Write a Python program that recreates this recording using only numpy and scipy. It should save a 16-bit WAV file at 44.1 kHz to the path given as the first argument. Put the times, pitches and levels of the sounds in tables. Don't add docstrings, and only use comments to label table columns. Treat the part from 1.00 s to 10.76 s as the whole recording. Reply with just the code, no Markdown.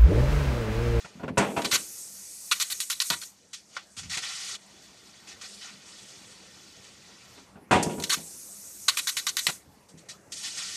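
import sys
import numpy as np
from scipy import signal
from scipy.io import wavfile

SR = 44100
rng = np.random.default_rng(int(sys.argv[2]) if len(sys.argv) > 2 else 0)


def generate_wav(signal):
    frames = np.transpose(np.atleast_2d(signal))
    scaled = np.clip(frames, -1, 1) * 32767
    pcm = np.round(scaled).astype(np.int16)
    wavfile.write(sys.argv[1], SR, pcm)


N = 430416
STEP = 40


def amp(db):
    return np.exp(np.asarray(db) * np.log(10) / 20)


def rms_one(x):
    return x / np.sqrt(np.mean(x ** 2) + 1e-20)


def in_time(rows, start_s=0):
    times_s, *columns = np.transpose(rows)
    t = np.arange(N) / SR - start_s
    return [np.interp(t, times_s, column) for column in columns]


def at_hz(points, hz):
    points = np.array(points)
    return np.interp(np.log(hz), np.log(points[:, 0]), points[:, 1])


def every_sample(slow):
    return np.repeat(slow, STEP)[:N]


def drift(rate_hz):
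    pole = np.exp(-2 * np.pi * STEP * rate_hz / SR)
    settle = 2000
    noise = rng.standard_normal(N // STEP + settle + 1)
    wander = signal.lfilter([1], [1, -2 * pole, pole * pole], noise)
    return rms_one(wander[settle:])


def resonance(x, hz, width_hz):
    r = np.exp(-np.pi * width_hz / SR)
    poles = [1, -2 * r * np.cos(2 * np.pi * hz / SR), r * r]
    return signal.lfilter([(1 - r * r) / 2, 0, (r * r - 1) / 2], poles, x + 1e-18)


def resonances(x, peaks):
    return sum(amp(gain_db) * resonance(x, hz, width_hz) for hz, width_hz, gain_db in peaks)


def bands(spectrum):
    edges = 35 * 2 ** np.arange(0, 8.9, 1 / 3)
    centres = np.sqrt(edges[1:] * edges[:-1])
    gains = amp(at_hz(spectrum, centres))
    gains = gains / np.sqrt(np.sum(gains ** 2 * np.diff(edges) * 2 / SR))
    white = rng.standard_normal((2, N))
    for k, hz in enumerate(centres):
        if gains[k] > gains.max() / 300:
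            band = signal.butter(2, edges[k:k + 2], "band", fs=SR, output="sos")
            yield hz, gains[k] * signal.sosfilt(band, white[k % 2])


def jet(spectrum, colour_db, patchy_db, rate_hz):
    together, out, power = drift(rate_hz / 2), 0, 0
    for hz, x in bands(spectrum):
        gain = amp(colour_db(hz)) * np.ones(len(together))
        flicker = amp(patchy_db * (0.3 * together + drift(rate_hz)))
        out = out + x * every_sample(gain * flicker)
        power = power + np.var(x[::8]) * gain ** 2
    return out / every_sample(np.sqrt(power))


def bursts(table, tail_t60_s, tail_share):
    level, colour = np.zeros(N + SR), np.zeros(N)
    t = np.arange(round(.3 * SR)) / SR
    for start_s, length_s, start_db, end_db, burst_colour in table:
        i = round(start_s * SR)
        after = np.maximum(t - length_s, 0)
        drop = (1 - tail_share) * np.exp(-after / 0.0021)
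        tail = tail_share * amp(-60 * after / tail_t60_s)
        held = amp(np.interp(t, [0, length_s], [start_db, end_db]))
        level[i:i + len(t)] += held * (drop + tail) * np.minimum(t / 0.004, 1)
        colour[i:] = burst_colour
    return level[:N], colour


# hz, relative density_db
SHOP_SPECTRUM = [(18, -41), (30, 6), (86, -3), (201, -4.5), (413, -5), (941, -10), (1740, -16.5),
                 (2500, -17), (2920, -34), (7950, -28), (14000, -29)]
# start_s, level_db
SHOP_LEVEL = [(0, -59.5), (1, -61), (2.5, -64.5), (4, -59), (6.5, -57.5), (7.5, -60), (9.76, -57.5)]
HUM_HZ, HUM_WIDTH_HZ, HUM_DB = 195.8, 19, -7.5


def shop():
    once = resonance(rng.standard_normal(N), HUM_HZ, HUM_WIDTH_HZ)
    hum = rms_one(resonance(once, HUM_HZ, HUM_WIDTH_HZ))
    rush = jet(SHOP_SPECTRUM, lambda hz: 0, patchy_db=3.0, rate_hz=8.4)
    return amp(in_time(SHOP_LEVEL)[0]) * (rush + amp(HUM_DB) * hum)


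# start_s, level_db before the whistles, centre_octaves above 1 kHz
KERF_FLOW = [(0, -49, 1.63), (0.11, -56.5, 1.65), (0.36, -66.5, 0.81), (2.45, -63, 2.3), (2.94, -60.5, 3.1),
             (3.21, -46.5, 1.8), (3.235, -34, 1.67), (3.3, -37.5, 1.77), (3.42, -38.5, 2),
             (3.555, -38, 1.86), (3.575, -57, 1.9), (4.17, -55, 1.78), (4.39, -56, 1.7), (4.5, -47.5, 2.46),
             (4.8, -54, 1.77), (5, -50, 2.03), (5.5, -54, 1.87), (6.4, -55, 1.72), (6.5, -66, 1.8),
             (6.69, -81, 1.2), (8.62, -69, 1.75), (9.3, -66.5, 3.5), (9.37, -40, 2.43), (9.53, -41.5, 2.32),
             (9.63, -37.5, 1.86), (9.76, -37.5, 2.3)]
# start_s,
# length_s, start_db, end_db (before the whistles), centre_octaves above 1 kHz
HISS_BURSTS = [(0.376, 0.019, -23, -34, 3.1), (2.53, 0.016, -36, -37.5, 2.1), (2.69, 0.076, -65, -47, 1.5),
               (2.765, 0.015, -25.5, -41.5, 0.75), (2.965, 0.032, -42, -36.5, 1.82),
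               (3.03, 0.03, -50, -49, 1.33), (3.095, 0.058, -37.5, -32, 1.76),
               (3.17, 0.023, -29, -38.5, 1.67), (3.82, 0.069, -54.5, -58, 2.1),
               (4.27, 0.06, -47, -45.5, 1.7), (4.41, 0.055, -43, -43.5, 1.56), (4.61, 0.095, -44, -45, 1.4),
               (4.855, 0.13, -51, -59, 2), (5.84, 0.05, -54, -58, 1.8), (6.826, 0.014, -21.5, -32, 3.27),
               (8.885, 0.021, -53, -56, 2.7), (8.972, 0.023, -57, -52.7, 2.1),
               (9.086, 0.035, -39, -45.5, 2.03), (9.319, 0.034, -32.5, -45.5, 2.24),
               (9.43, 0.054, -37.5, -34.5, 1.93), (9.57, 0.057, -35.5, -40.5, 2)]
# hz, relative density_db
KERF_SPECTRUM = [(470, -22), (800, 4.5), (1110, -19.5), (1320, 5.5), (1470, -10.5), (1870, -2),
                 (2040, -6.5), (3450, -7.5), (3840, -5.5), (4540, -13.5), (5310, -5), (8170, -5),
                 (14000, -31.5)]
# hz, width_hz, gain_db
SLOT_WHISTLES = [(1334, 53, 6), (1826, 42, -0.5), (3430, 140, -9.5), (4630, 300, -3.5), (5170, 70, 2.5),
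                 (5700, 89, -2.5), (6170, 420, -10.5)]
KERF_FOCUS_DB = 4.5
BURST_TAIL_T60_S = 0.19


def kerf():
    level_db, centre = in_time(KERF_FLOW)
    steady = amp(level_db)
    burst, burst_centre = bursts(HISS_BURSTS, BURST_TAIL_T60_S, tail_share=0.65)
    burst_share = burst / (burst + steady)
    centre = centre + burst_share * (burst_centre - centre)

    def focus_db(hz):
        return -KERF_FOCUS_DB * (np.log2(hz / 1000) - centre[::STEP]) ** 2

    blow = jet(KERF_SPECTRUM, focus_db, patchy_db=1.64, rate_hz=30)
    return np.hypot(steady, burst) * (blow + resonances(blow, SLOT_WHISTLES))


# start_s, strike_db, centre_octaves above 100 Hz, ring_share of t60
PIECE_DROPS = [(0.046, -27, 3.45, 0.2), (0.197, -28, 2.16, 0.97), (0.233, -18, 2.16, 0.17),
               (0.28, -16.5, 2.37, 0.19), (0.373, -3.5, 2.96, 1), (0.565, -11, 3.25, 0.52),
               (0.648, -23, 2.5, 0.14), (0.728, -25, 2.84, 0.43), (2.104, -19.5, 3.44, 0.29),
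               (3.169, -30.5, 3, 0.23), (6.374, -39, 3.1, 0.28), (6.557, -35, 2.2, 0.47),
               (6.71, -0.56, 3.19, 0.96), (6.894, -28.5, 4.7, 0.63), (6.98, -24, 1.86, 0.6),
               (7.17, -31, 2, 0.6), (8.485, -17, 3.9, 0.16)]
# start_s, strike_db, centre_octaves above 100 Hz, ring_share of t60
LOW_THUMPS = [(0.153, -36.5, 1.35, .9), (0.238, -24, 0.86, 0.34), (0.302, -19, 0.78, 0.29),
              (0.569, -20, 1.2, .4), (2.111, -29.5, -0.26, 0.5), (2.973, -20.5, -0.88, 0.97),
              (3.036, -26, -0.35, 0.87), (6.612, -38, 1.1, .6), (6.712, -12, 0.15, 0.78),
              (6.755, -15, 1.3, 0.31), (6.865, -11.5, 1.76, 0.48), (8.663, -32, -0.038, 0.37),
              (8.94, -37, 0.89, .5), (9.275, -40, 1.6, 0.36)]
# hz, relative level_db, t60_s at full ring_share
BED_MODES = [(90, 2.5, 0.39), (164.6, 0.5, 0.52), (199, 3.5, 0.44), (242.2, 4.5, 0.19), (342, -9.5, 0.11),
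             (412, -3.5, 0.29), (550, -10.5, 0.24), (585, -12, 0.49), (673, -4, 0.19), (739, -8, 0.29),
             (814, -18, 0.65), (956, -4, 0.5), (1205, -13, 0.15), (1410, 2.5, 0.16), (1453, -22, 0.16),
             (1910, -9.5, 0.062), (2480, -5.5, 0.13), (2677, -3.5, 0.12), (3270, -23, .15),
             (3530, -34, .15)]
# hz, relative density_db
CLATTER_SPECTRUM = [(50, 6), (90, -1), (200, 5), (500, -2), (1000, -2.5), (1500, -6), (2800, -5),
                    (4500, -13), (8000, -2.5), (14000, -34)]
# hz, t60_s at full ring_share
CLATTER_DECAY = [(60, 0.67), (400, 0.8), (1100, 0.26), (3000, 0.37), (8000, 0.3)]
CLATTER_DB, BED_DB, MODE_SPREAD_DB = -12, -22.5, 2
DROP_FALL_DB, THUMP_FALL_DB = 2, 7
RATTLE_S, RATTLE_S_PER_RING = .012, .014


def bed():
    out = np.zeros(N)
    knocks = [(*row, DROP_FALL_DB) for row in PIECE_DROPS] + [(*row, THUMP_FALL_DB) for row in LOW_THUMPS]
    draws = rng.standard_normal((len(knocks), len(BED_MODES) + 24))
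    clatter = list(bands(CLATTER_SPECTRUM))
    for (start_s, strike_db, centre, ring, fall_db), draw in zip(knocks, draws):
        i = round(start_s * SR)
        rattle_s = RATTLE_S + RATTLE_S_PER_RING * ring
        t = np.arange(min(round(min(ring, 1) * .7 * SR), N - i)) / SR

        def struck_db(hz):
            return -fall_db * (np.log2(hz / 100) - centre) ** 2

        contacts = np.zeros(len(t))
        when = np.r_[0, np.abs(draw[1:12]) * .6 * rattle_s]
        contacts[(when * SR).astype(int)] = np.sign(draw[12:24]) * np.exp(-when / rattle_s)

        modes = 0
        for (hz, mode_db, t60_s), chance in zip(BED_MODES, draw[24:]):
            if struck_db(hz) > -50:
                decay_db = -60 * t / (t60_s * ring)
                gain = amp(mode_db + struck_db(hz) + MODE_SPREAD_DB * chance + decay_db)
                modes = modes + gain * np.sin(2 * np.pi * hz * t)
        rung = signal.fftconvolve(contacts, modes)[:len(t)]

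        shake = 0
        for hz, x in clatter:
            if struck_db(hz) > -50:
                decay_db = -60 * np.maximum(t - rattle_s, 0) / (at_hz(CLATTER_DECAY, hz) * ring)
                shake = shake + x[i:i + len(t)] * amp(struck_db(hz) + decay_db)
        shake = shake * np.minimum(t / .003, 1)

        out[i:i + len(t)] += amp(strike_db) * (amp(BED_DB) * rung + amp(CLATTER_DB) * shake)
    return out


# first_long_pulse_s, shut_s after that pulse, gas_db added to the shared course
GAS_PIERCINGS = [(0.712, 1.542, 0.8), (7.09, 1.463, -0.7)]
# start_s from the first long pulse, level_db before gas_db is added
GAS_COURSE = [(-.35, -69), (-.24, -52.5), (.11, -41), (.4, -45), (.65, -43.5), (1.0, -40), (1.27, -46),
              (1.36, -35.5), (1.45, -43)]
SHUT_DB_PER_S = 276


def gas_flow():
    t = np.arange(N) / SR
    flow = np.zeros(N)
    for pulse_s, shut_s, gas_db in GAS_PIERCINGS:
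        shut_fall_db = SHUT_DB_PER_S * np.maximum(t - pulse_s - shut_s, 0)
        is_open = t > pulse_s + GAS_COURSE[0][0]
        flow += amp(in_time(GAS_COURSE, pulse_s)[0] + gas_db - shut_fall_db) * is_open
    return flow


# hz, relative density_db
NOZZLE_SPECTRUM = [(880, -56), (1500, -20), (2200, -15), (2350, -12), (3290, -20), (3480, -17),
                   (4310, -9.5), (6390, -0.5), (7420, -5), (8300, 0.5), (11200, -7.5), (12800, -6.5),
                   (14000, -12)]
# hz, width_hz, gain_db
NOZZLE_GAP = [(6520, 760, -8), (8460, 1300, -2)]


def nozzle():
    hiss = jet(NOZZLE_SPECTRUM, lambda hz: 0, patchy_db=1.7, rate_hz=6.3)
    return gas_flow() * rms_one(hiss + resonances(hiss, NOZZLE_GAP))


# start_s, length_s, pop_db, burn_start_db, burn_end_db,
# brightness_db per octave (all levels before the sputter and the pit's resonances)
BEAM_PULSES = [(0.617, 0.003, -33, -31, -28.5, -4.5), (0.644, 0.017, -35, -29, -26, -1),
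               (0.711, 0.052, -42, -22.5, -20, 0.2), (1.511, 0.018, -32, -20, -19, -0.1),
               (1.598, 0.031, -29, -28, -24, 2), (1.699, 0.03, -38, -36.5, -29, 3.5),
               (1.801, 0.037, -22.5, -28.5, -36.5, 4.5), (1.898, 0.037, -27, -26, -30, 3),
               (2, 0.023, -16.5, -37, -23.5, 2), (2.1, 0.046, -15, -31, -31.5, -1),
               (2.214, 0.024, -36, -38, -38.5, 1.5), (6.998, 0.0043, -40, -36, -35, 3),
               (7.022, 0.0028, -36, -31, -35, 2), (7.036, 0.008, -29.5, -29, -31, 2),
               (7.094, 0.052, -31, -24.5, -23.5, 0.8), (7.881, 0.018, -28, -15.5, -21, -0.5),
               (7.969, 0.028, -40, -25, -25, 1.6), (8.069, 0.031, -31, -23, -27, 1.8),
               (8.166, 0.033, -27, -28, -30.5, 2), (8.266, 0.037, -22, -23, -33.5, 0.8),
               (8.367, 0.028, -18, -32.5, -25.5, 2.5), (8.466, 0.039, -12.5, -28.5, -30.5, 0)]
# hz, relative density_db
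BURN_SPECTRUM = [(180, -45), (300, -34), (738, -13), (986, -13.5), (1380, 7.5), (1650, -6), (2310, 6),
                 (2630, -4), (4350, 5), (5200, -6.5), (5970, 0.5), (12500, -13), (14000, -19)]
# hz, width_hz, gain_db
PIT_RINGS = [(1500, 950, 7), (2470, 630, 2), (4200, 600, 25), (8460, 1800, 9)]
FLASH_S, BURN_TAIL_T60_S = .002, 0.23


def beam():
    burn_rows = np.delete(BEAM_PULSES, 2, axis=1)
    level, brightness = bursts(burn_rows, BURN_TAIL_T60_S, tail_share=0.25)
    clicks = np.zeros(N)
    for start_s, _, pop_db, *_ in BEAM_PULSES:
        clicks[round((start_s + .002) * SR)] = amp(pop_db)
    pops = resonances(clicks, PIT_RINGS[::2]) - resonances(clicks, PIT_RINGS[1::2])
    flash = signal.lfilter([1], [1, -np.exp(-1 / (FLASH_S * SR))], clicks)

    def tilt_db(hz):
        return brightness[::STEP] * np.log2(max(hz, 900) / 4000)

    sputter = every_sample(amp(1.03 * drift(190)))
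    burn = jet(BURN_SPECTRUM, tilt_db, patchy_db=2.5, rate_hz=57)
    return (level + flash) * sputter * burn + pops


ECHO_COUNT, ECHO_SPAN_S, ECHO_DB = 14, .01, -8.5


def head_and_plate(x):
    lags = rng.uniform(.2, 1, ECHO_COUNT)
    taps = np.zeros(round(ECHO_SPAN_S * SR) + 2)
    signs = rng.choice([-1, 1], ECHO_COUNT)
    taps[(lags * ECHO_SPAN_S * SR).astype(int)] = amp(ECHO_DB - 17.9 * lags) * signs
    taps[0] = 1
    return signal.oaconvolve(x, taps / np.linalg.norm(taps))[:N]


def scene():
    head = head_and_plate(beam() + nozzle() + kerf())
    return (head + bed() + shop())[None]


LOW_CUT_HZ, CUTOFF_HZ = 72.5, 13900


def record(dry):
    low_cut = signal.butter(4, LOW_CUT_HZ, "high", fs=SR, output="sos")
    top_cut = signal.ellip(10, .5, 70, CUTOFF_HZ, fs=SR, output="sos")
    return signal.sosfilt(top_cut, signal.sosfilt(low_cut, dry))


dry = scene()
out = record(dry)
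generate_wav(out)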